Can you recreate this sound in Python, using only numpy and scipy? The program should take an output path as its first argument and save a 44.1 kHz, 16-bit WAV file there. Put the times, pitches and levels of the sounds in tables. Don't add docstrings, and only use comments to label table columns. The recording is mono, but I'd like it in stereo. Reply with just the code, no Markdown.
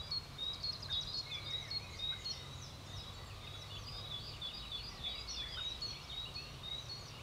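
import sys
import numpy as np
from scipy import signal
from scipy.fft import rfft, irfft
from scipy.io import wavfile
from scipy.ndimage import uniform_filter1d

SR = 44100
rng = np.random.default_rng(int(sys.argv[2]) if len(sys.argv) > 2 else 0)


def volts_from_decibels(level):
    exponent = np.asarray(level, float) / 20
    return 10 ** exponent


def wav_out(sig):
    wavfile.write(sys.argv[1], SR, np.round(np.clip(np.atleast_2d(sig).T, -1, 1) * 32767).astype(np.int16))


N = 318402

# (frequency [Hz], density [dB per Hz])
AIR = [(20, -9), (50, 0.5), (95, -1.5), (140, -4), (200, -10.5), (300, -13.5), (550, -13.5), (850, -16.5),
       (1100, -12.5), (1750, -21), (3100, -20), (3800, -16.5), (6300, -27.5), (15700, -40)]
# (frequency [Hz], correlation [-1..1])
SAME = [(60, 0.7), (130, 0.67), (300, 0.34), (700, 0.59), (1400, 0.042), (3500, 0.11), (15000, 0.068)]
# (frequency [Hz], left over right [dB])
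LEAN = [(30, -2), (300, 0.5), (1200, 1.5), (8000, -0.5)]
# (time [s], pitch [Hz], level [dB])
ENGINE_LOW = [(0, 100, -60.5), (1.7, 101, -58.5), (2.4, 89, -59.5), (3.3, 98, -55), (4.4, 103, -59),
              (4.6, 103, -90), (7.22, 112, -55.5)]
ENGINE_HIGH = [(0, 140, -64), (2.0, 139.2, -62.5), (2.45, 134.3, -59.5), (4.3, 140, -61), (4.6, 127, -68.5),
               (7.22, 139.4, -59)]
ENGINE_DEEP = [(0, 84, -57), (1.2, 82, -70), (2.1, 52, -71), (4.3, 50, -71), (4.6, 55, -56),
               (7.22, 70.1, -69)]
# (pitch [Hz], level [dB])
WHINE = [(1147, -76), (1217, -75)]
# (frequency [Hz], time to fall 60 dB [s])
TREES = [(1500, 2), (3400, 1.57), (4400, 0.75), (8000, 1.17)]
# (time [s], level [dB])
FAR_SWELL = [
    (2.4, -12),
    (3.4, -3),
    (5.3, 1.5),
    (7.22, -4.5),
]
FAR_HELD_HZ = [3430, 3850, 4340]

FLAT_S, LOW_S, DROOP_S = 0.066, 0.084, 0.103
FAR_RISE = [(2.325, 0.19, -51.5), (2.868, 0.19, -51), (3.397, 0.21, -51.5), (3.92, 0.17, -50),
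            (4.469, 0.18, -49.5)]
SECOND_LOW = [(s, LOW_S, db) for s, db in [(-.09, -46), (0.918, -44), (1.315, -43.5), (3.709, -50),
              (4.111, -44), (4.418, -42.5), (4.717, -44), (5.036, -42.5), (5.369, -42.5)]]
SECOND_HIGH = [(0.021, 0.071, -52), (1.447, 0.05, -51), (4.237, 0.067, -51), (4.537, 0.05, -46.5),
               (4.835, 0.062, -47), (5.152, 0.073, -47), (5.487, 0.065, -50.5)]
SECOND_LONG = [(1.073, 0.13, -49.5), (3.86, 0.148, -50)]
CHIP_TAILS = [(0.548, 0.016, -47), (0.744, 0.018, -41), (0.844, 0.021, -41.5), (0.943, 0.015, -41)]
CHIP_CORES = [(.44, 0.008, -52), (.534, 0.017, -44), (.73, .018, -41), (.828, .018, -41.5),
              (.927, 0.014, -42), (1.358, 0.023, -57)]
BUZZES = [(1.89, 0.064, -57), (2.177, 0.11, -55), (2.545, 0.075, -57.5), (2.855, 0.091, -58)]
DROOPS = [(s, DROOP_S, db) for s, db in [(1.556, -59), (1.762, -65), (3.53, -57.5), (3.745, -59),
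          (5.612, -56.5), (5.818, -55), (6.768, -59.5), (6.988, -57)]]
KNOCKS = [(3.93, 0.048, -62), (5.065, 0.037, -57.5)]
NEAR_RISE = [(-0.115, 0.14, -36.5), (0.384, 0.16, -37), (0.898, 0.14, -36), (1.459, 0.15, -37),
             (1.991, 0.16, -36)]
NEAR_RISE_TURNED = [(5.03, 0.17, -43), (5.568, 0.17, -38.5), (6.096, 0.165, -40.5), (6.632, 0.17, -39)]
NEAR_FLAT_TURNED = [(s, FLAT_S, db) for s, db in [(5.275, -42), (5.817, -35.5), (6.348, -40.5),
                    (6.893, -41)]]
# (time [s], level [dB])
MOTIFS = [(4.309, -50.5), (4.457, -49.5), (4.598, -49.5), (4.753, -51)]
ARCHES = [(s, 0.017, db) for s, db in MOTIFS]
HOOKS = [(s + 0.017, 0.015, db + 0.5) for s, db in MOTIFS]
DROPS = [(s + 0.03, 0.033, db - 5) for s, db in MOTIFS]

# (start [s], length [s], level [dB], first pitch [Hz], last pitch [Hz])
THIN = [(0.001, .09, -58, 3430, 3420), (.03, .11, -62, 3870, 3850), (2.51, .11, -57, 3860, 3880),
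        (2.62, .09, -64, 3500, 3450), (6.27, .03, -53, 3830, 3800), (6.195, .014, -61, 5100, 5300),
        (6.455, .1, -66, 5800, 5800), (6.82, .08, -62, 3800, 3850), (3.059, 0.062, -58, 3280, 3500),
        (2.715, 0.13, -62, 4040, 3950), (2.935, .06, -62, 3290, 3350), (3.03, .025, -64, 5200, 5800),
        (3.08, .11, -59, 3880, 3870), (3.141, 0.048, -57.5, 4400, 4450), (3.217, .022, -56, 4430, 4480),
        (3.28, .06, -64, 4460, 4400), (3.34, 0.031, -62, 4350, 4050), (3.53, 0.058, -56, 3410, 3400),
        (3.44, 0.055, -58, 3280, 3400), (.33, .035, -58, 4000, 4280), (.59, 0.048, -60, 3880, 4030),
        (1.841, 0.14, -56, 3800, 4100), (3.683, 0.1, -58, 4370, 4540), (3.808, .05, -56.5, 4460, 4430),
        (4.09, 0.04, -68, 5400, 5700), (4.105, 0.11, -57, 3900, 3800), (4.565, .035, -55, 4640, 4330),
        (5.97, .15, -68, 5800, 5780), (6.1, 0.18, -63.5, 4470, 4420), (6.359, 0.15, -68.5, 5820, 5800),
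        (6.419, .08, -64, 4330, 4330), (3.982, 0.16, -58, 3340, 3420), (4.196, 0.11, -52.5, 4390, 4600),
        (4.425, 0.027, -58, 4400, 4400), (4.705, 0.06, -56, 4600, 4380), (4.765, 0.115, -52, 4330, 4400),
        (6.741, 0.24, -65.5, 5980, 5750), (6.95, 0.13, -56.5, 4620, 4690), (6.97, 0.11, -60, 4330, 4300),
        (6.915, .05, -68, 6300, 5800)]
UPPER_VOICE = [(1.09, 0.095, -58, 5020, 5120), (3.872, 0.1, -56.5, 5060, 5100),
               (4.255, 0.047, -54, 4950, 5100), (4.572, .03, -54, 5040, 5080), (5.17, .05, -58, 4960, 5050),
               (5.505, .055, -53, 4900, 5100)]
CHUCKS = [(0.886, 0.029, -52.5, 1480, 1400), (.893, .016, -62, 1800, 1750),
          (2.12, 0.026, -52.5, 1340, 1320), (3.545, .025, -60, 1200, 1150), (3.94, .028, -63.5, 1340, 1320),
          (5.571, 0.032, -48.5, 1290, 1260)]
FLUTES = [(2.98, .025, -65, 3000, 2750), (3.3, 0.023, -56.5, 2960, 2380), (3.468, 0.014, -55.5, 2800, 2450),
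          (3.505, 0.011, -62, 2700, 2400), (3.754, 0.01, -59, 2800, 2640), (3.765, 0.0132, -53, 2605, 3270),
          (5.1, 0.1, -57, 3320, 2520), (5.417, 0.0392, -58.5, 1615, 2195), (5.438, 0.085, -52, 3480, 3370),
          (5.52, .088, -52.5, 3370, 2880), (5.892, 0.022, -57.5, 3200, 3300),
          (5.962, 0.058, -58, 2400, 2900), (5.938, .014, -58, 2950, 3150), (4.715, .02, -58, 3000, 3300),
          (5.335, 0.11, -60, 2920, 2240), (6.225, .018, -60, 3700, 3060), (5.95, 0.032, -56, 3350, 3630),
          (5.982, .014, -57, 3630, 3480), (5.998, .018, -61, 3650, 4200), (6.5, 0.073, -65, 2800, 2980),
          (6.255, 0.036, -51.5, 2720, 3010), (6.365, 0.055, -53.5, 2450, 2700),
          (6.42, 0.063, -59, 2700, 2800), (3.875, 0.0155, -55, 3800, 2520),
          (7.192, 0.021, -59.5, 2230, 2750)]
HAZY_FLUTES = [(.05, .11, -66, 2306, 2240), (0.21, 0.2, -70, 2250, 2237), (.5, 0.2, -70, 2262, 2220),
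               (1.261, 0.1, -58, 2170, 2070), (1.295, 0.097, -57.5, 2550, 2196),
               (1.368, 0.18, -59.5, 2290, 2080), (1.62, 0.071, -56, 2188, 1774),
               (1.677, 0.08, -58.5, 2155, 2170), (1.8, 0.035, -57, 2220, 2500),
               (1.83, 0.045, -56, 2477, 2440), (1.92, 0.25, -67.5, 2453, 2460),
               (1.52, .1, -62.5, 1900, 2105), (1.889, 0.069, -58.5, 2146, 2065),
               (2.101, 0.097, -58.5, 2110, 2033), (2.33, 0.13, -67, 2040, 1970),
               (3.18, 0.12, -68, 1950, 1825), (3.44, 0.025, -63, 2090, 1980),
               (3.63, 0.023, -64, 1930, 2110), (3.7, 0.027, -57, 2800, 2940),
               (5.185, 0.13, -64, 2240, 2110), (4.9, 0.11, -65, 2000, 1800), (7.105, .11, -62, 2700, 2950),
               (2.915, .05, -66, 1940, 1840), (4.11, 0.077, -74, 2550, 2550),
               (5.945, 0.05, -62, 2230, 2300), (6.045, .02, -63, 2250, 2280),
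               (6.125, 0.04, -62, 2250, 2065), (6.68, 0.074, -64, 2063, 2120)]
CHIPS = [(0.432, 0.008, -56, 6300, 5000), (0.53, 0.006, -49, 6300, 4970), (0.632, 0.0069, -45, 6580, 4360),
         (.545, .008, -51, 7800, 4300), (.641, .01, -51, 4500, 3270), (.703, .012, -61, 5000, 6540),
         (0.722, 0.009, -45, 6100, 4900), (.897, .013, -59, 5200, 6500), (0.8, 0.013, -55, 5010, 6640),
         (0.821, 0.008, -47, 6100, 4900), (0.919, 0.008, -48, 6100, 4900), (1.045, 0.016, -61, 7800, 6940),
         (1.008, 0.024, -46, 6600, 4500), (1.024, 0.0063, -46, 4560, 5960),
         (1.031, 0.0089, -42, 5600, 3750), (1.171, 0.012, -46.5, 6450, 5100),
         (1.18, 0.013, -56, 7750, 6740), (1.19, 0.0097, -44, 6200, 4400), (1.309, 0.035, -64, 7900, 5770),
         (1.339, 0.019, -49, 6430, 4830), (1.503, 0.016, -50, 6840, 5230), (1.524, 0.022, -53, 6000, 3900),
         (1.677, 0.017, -51, 6480, 5050), (1.695, 0.012, -53, 6000, 4500), (5.922, .014, -52, 4500, 2200),
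         (6.074, 0.024, -52, 5100, 4050), (6.094, .018, -51, 4150, 3620), (6.11, .028, -45.5, 3680, 2950),
         (5.19, .018, -61, 7700, 6900)]
SLIDES = [(1.937, 0.034, -50.5, 4190, 4960), (1.968, 0.052, -51.5, 6080, 4040),
          (2.291, 0.071, -46, 6130, 4250), (2.618, 0.055, -47, 6200, 4700), (2.672, 0.058, -55, 4550, 2750),
          (2.952, 0.065, -50, 6120, 4200), (3.02, .035, -53, 3950, 2900)]
SHORT_DROOPS = [(2.49, 0.056, -62, 6200, 6250), (2.812, 0.067, -61, 6100, 5600),
                (3.13, 0.028, -60.5, 7750, 7630), (3.256, 0.033, -60, 7700, 7600),
                (7.062, .055, -57, 6000, 5880)]
PURRS = [(.6, 0.062, -53, 4550, 4700), (2.33, 0.1, -63.5, 2900, 2980), (1.069, 0.042, -45.5, 3890, 3900),
         (1.232, 0.043, -51.5, 3950, 4070), (1.4, 0.048, -52.5, 4000, 4030), (2.213, 0.12, -60, 2950, 3110),
         (5.055, 0.035, -56, 2250, 2350), (5.11, .06, -57.5, 2100, 2250), (5.09, 0.04, -53, 4650, 4550),
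         (5.451, 0.079, -56.5, 1910, 2040)]
TRILLS = [(4.974, 0.057, -52, 4390, 3580), (5.286, 0.0069, -45, 4700, 5900),
          (5.396, 0.028, -50, 4450, 3750), (6.029, 0.027, -55, 5340, 5720)]
NEAR_FLAT = [(s, FLAT_S, *rest) for s, *rest in [(0.115, -37.5, 4345, 4265), (0.638, -36.5, 4280, 4285),
             (1.141, -38, 4320, 4290), (1.711, -38.5, 4305, 4270), (2.254, -38.5, 4260, 4305)]]


def evened(x):
    return x / np.sqrt(np.mean(x ** 2) + 1e-20)


def read(points, hz):
    f, value = np.transpose(points)
    return np.interp(np.log(hz + 1), np.log(f + 1), value)


def add(mix, s, sound):
    at = round(s * SR)
    part = mix[max(at, 0):][:len(sound) + min(at, 0)]
    part += sound[max(-at, 0):][:len(part)]


def drift(rate_hz):
    low_pass = signal.butter(2, rate_hz, fs=SR, output="sos")
    return evened(signal.sosfilt(low_pass, rng.standard_normal(N)))


def air():
    frames, hz = N // 512 + 5, np.fft.rfftfreq(2048, 1 / SR)
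    a, b, c, d, patches = rng.standard_normal((frames, 1025, 5)).T
    patches = evened(uniform_filter1d(uniform_filter1d(patches, 20, 0), 12, 1))
    same = np.clip(read(SAME, hz), -1, 1)[:, None]
    left = a + 1j * b
    right = same * left + np.sqrt(1 - same ** 2) * (c + 1j * d)
    z = np.array([left, right]) * volts_from_decibels(read(AIR, hz)[:, None] + 0.91 * patches)
    z = z * volts_from_decibels(np.multiply.outer([0.5, -0.5], read(LEAN, hz)))[..., None]
    return volts_from_decibels(-50.5) * evened(signal.istft(z, nperseg=2048, noverlap=1536)[1][:, :N])


def traffic():
    t, out = np.arange(N) / SR, np.zeros(N)
    for rows in (ENGINE_LOW, ENGINE_HIGH, ENGINE_DEEP):
        s, pitch, db = np.transpose(rows)
        level = volts_from_decibels(np.interp(t, s, db) + 1.4 * drift(0.93))
        hz = np.interp(t, s, pitch) + 0.86 * drift(2.78)
        out += np.sqrt(2) * level * np.sin(2 * np.pi * np.cumsum(hz) / SR)
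    for pitch, db in WHINE:
        level = volts_from_decibels(db + 4.5 * drift(2.0))
        hz = pitch + 1.437 * drift(1.82)
        out += np.sqrt(2) * level * np.sin(2 * np.pi * np.cumsum(hz) / SR)
    return out * volts_from_decibels([[-0.6], [0.6]])


def trees(x):
    taps = np.zeros((2, SR))
    at = np.arange(120, SR - 40, 40) + rng.integers(0, 40, (2, (SR - 121) // 40))
    strength = rng.choice([-1., 1.], at.shape) * rng.exponential(1, at.shape)
    np.put_along_axis(taps, at, strength, 1)
    hz, t, z = signal.stft(taps, SR, nperseg=256)
    branches = volts_from_decibels(6 - 60 * t / 0.25)
    trunks = volts_from_decibels(-60 * t / read(TREES, hz)[:, None])
    tail = signal.istft(z * (branches + trunks), SR, nperseg=256)[1]
    return signal.fftconvolve(x[None], tail / np.linalg.norm(tail[0]), axes=1)[:, :N]


LEAD_S = 0.007


def whistle(length, start_hz, mid_hz, end_hz, db, swell_db=0, arch_db=0, flick_hz=0, flick_s=0.003,
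            droop_hz=0, shake_hz=0, shakes_per_s=0, calm=0.92, skew=1, top_db=0):
    t = np.arange(-LEAD_S, length + LEAD_S, 1 / SR)
    u = np.clip(t / length, 0, 1)
    hz = start_hz * (1 - u) * (1 - 2 * u) + mid_hz * 4 * u * (1 - u) + end_hz * u * (2 * u - 1)
    hz = hz + flick_hz * np.exp(-(t + LEAD_S) / flick_s) - droop_hz * np.exp((t - length) / 0.00906)
    swing = np.cos(2 * np.pi * (shakes_per_s * t % 1) ** skew)
    hz = hz + shake_hz * (1 - calm * u ** 2) * swing
    db = db + top_db * u * (1 + swing) / 2
    db = db + swell_db * (u - 0.5) - arch_db * (2 * u - 1) ** 2
    edge = min(0.012, length / 3)
    faintest = 0.29 * min(flick_hz / 1000, 1)
    opening = np.clip((t + edge / 4) / (edge / 2), faintest, 1)
    closing = np.clip((length + edge / 2 - t) / edge, 0, 1)
    return np.sqrt(2) * volts_from_decibels(db) * opening * closing * np.exp(2j * np.pi * np.cumsum(hz) / SR)


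def path(shape, first_hz=None, last_hz=None):
    if first_hz is None:
        return shape
    return first_hz, first_hz + shape[0] * (last_hz - first_hz) + shape[1], last_hz


def singer(syllables, pan_db, lead_rad, swell_db, waver_db, echo_db, **manner):
    song = np.zeros(N, complex)
    for shape, notes in syllables:
        for s, length, db, *ends in notes:
            add(song, s - LEAD_S, whistle(length, *path(shape, *ends), db, swell_db, **manner))
    sides = evened(volts_from_decibels(np.array([pan_db, -pan_db]) / 2))
    ears = sides * np.exp(0.5j * np.array([lead_rad, -lead_rad]))
    waver = volts_from_decibels(waver_db * np.minimum([drift(51), drift(42)], 0.8))
    rustle = volts_from_decibels(echo_db + 3 * drift(62))
    return (ears[:, None] * song).real * waver, rustle * song.real * waver[1]


def together(*voices):
    direct, sent = zip(*voices)
    return sum(direct), sum(sent)


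def far_chorus():
    notes_per_s, low_hz, high_hz = 75, 2255, 4820
    draws = rng.random((round(notes_per_s * N / SR), 6))
    song = np.zeros(N, complex)
    for when, pitch, glide, length, size, kind in draws:
        hz = low_hz * (high_hz / low_hz) ** pitch
        bend = 0.3 * hz * (glide - 0.65)
        if kind < 0.3:
            hz, bend = FAR_HELD_HZ[int(pitch * len(FAR_HELD_HZ))], bend / 10
            size = size / 2
        note = whistle(0.01918 + 0.08 * length, hz - bend, hz, hz + bend, -71.5 + 11 * size)
        add(song, when * N / SR, note)
    return song.real * volts_from_decibels(np.interp(np.arange(N) / SR, *np.transpose(FAR_SWELL)))


def far_tit():
    return singer([((3590, 3810, 3890), FAR_RISE)], -0.25, -3.5, -1.5, 2.2, -2)


def low_callers():
    return singer([((0.5, 240), CHUCKS), ((678, 735, 660), KNOCKS)], 0.3, 0.49, 0.3, 1.5, -12,
                  shake_hz=40, shakes_per_s=140, calm=0.3)


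def thin_callers():
    return singer([((0.6, 28.2), THIN + UPPER_VOICE)], 2.1, 2.13, 0.3, 5, -5.5)


def thrush():
    flutes = singer([((0.55, 6.2), FLUTES), ((2750, 2990, 2500), DROPS)], -10, -0.43, -0.46, 5.7, -6)
    hazy = singer([((0.45, 50.4), HAZY_FLUTES)], -2.5, -0.9, -1.5, 5, -1, shake_hz=40, shakes_per_s=45)
    return together(flutes, hazy)


def warbler():
    trill_runs = [(4.884, 0.09, -54), (5.295, 0.089, -41)]  # (start [s], length [s], level [dB])
    chips = singer([((0.69, 5.5), CHIPS), ((4350, 4180, 3990), CHIP_TAILS)], -6.5, -2.3, 6, 1.8, -10)
    cores = singer([((5050, 4620, 3450), CHIP_CORES)], -6, -2.14, -11, 1.5, -12.5)
    buzzes = singer([((6740, 6690, 5950), BUZZES)], -4.5, -2.8, 2.5, 1.6, -8.5,
                    shake_hz=416, shakes_per_s=100)
    slides = singer([((0.54, 28), SLIDES)], -4.5, -2.4, -6, 4.5, -5, arch_db=10)
    droops = singer([((7020, 6260, 5720), DROOPS), ((0.55, 6.2), SHORT_DROOPS)], -5.5, -2.55, 13, 3.5, -10.5,
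                    droop_hz=855)
    purrs = singer([((0.49, 57.6), PURRS)], -6.5, -1.5, 0.3, 2.5, -0.5, shake_hz=265, shakes_per_s=90)
    runs = singer([((5800, 5460, 4830), trill_runs)], -5.5, -1.8, 2.5, 2.5, -7,
                  shake_hz=210, shakes_per_s=52, calm=-1.7, skew=1.45, top_db=-13)
    turns = singer([((0.55, -330), TRILLS), ((3750, 4560, 3650), ARCHES), ((3700, 3750, 2550), HOOKS)],
                   -5.5, -1.8, 0.3, 2, -9)
    return together(chips, cores, buzzes, slides, droops, purrs, runs, turns)


def second_tit():
    low = singer([((3385, 3425, 3415), SECOND_LOW)], -2.5, 1.3, -4.5, 2, -8, flick_hz=480, flick_s=0.013)
    high = singer([((4800, 4805, 4870), SECOND_HIGH), ((4800, 4885, 4885), SECOND_LONG)],
                  5.4, 1.5, -3.2, 3, -7.5, shake_hz=45, shakes_per_s=150, calm=-0.7)
    return together(low, high)


def near_tit():
    rise_hz = (3663, 3790, 3885)
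    rise = singer([(rise_hz, NEAR_RISE)], 22, -0.93, -3, 2.5, -8.5, arch_db=11)
    flat = singer([((0.5, 30), NEAR_FLAT)], 8.5, 1.06, 3.5, 1.6, -13,
                  flick_hz=1500, flick_s=0.0023, arch_db=-3.5)
    rise_turned = singer([(rise_hz, NEAR_RISE_TURNED)], 9.2, 2.2, 0.69, 3, -9.5, arch_db=4, droop_hz=-130)
    flat_turned = singer([((4350, 4350, 4310), NEAR_FLAT_TURNED)], 3.1, 2.19, -0.44, 2, -9,
                         flick_hz=2600, flick_s=0.002)
    return together(rise, flat, rise_turned, flat_turned)


def scene():
    direct, sent = together(far_tit(), low_callers(), thin_callers(), thrush(), warbler(), second_tit(), near_tit())
    return air() + traffic() + trees(far_chorus() + sent) + direct


def top_cut(x):
    return signal.sosfilt(signal.butter(12, 15760, fs=SR, output="sos"), x)


def record(dry):
    hz = np.fft.rfftfreq(N, 1 / SR)
    band = (hz < 15725) / np.sqrt(1 + (29 / (hz + 1)) ** 6)
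    mix = irfft(rfft(dry) * band, N)
    return top_cut(mix)


dry = scene()
out = record(dry)
wav_out(out)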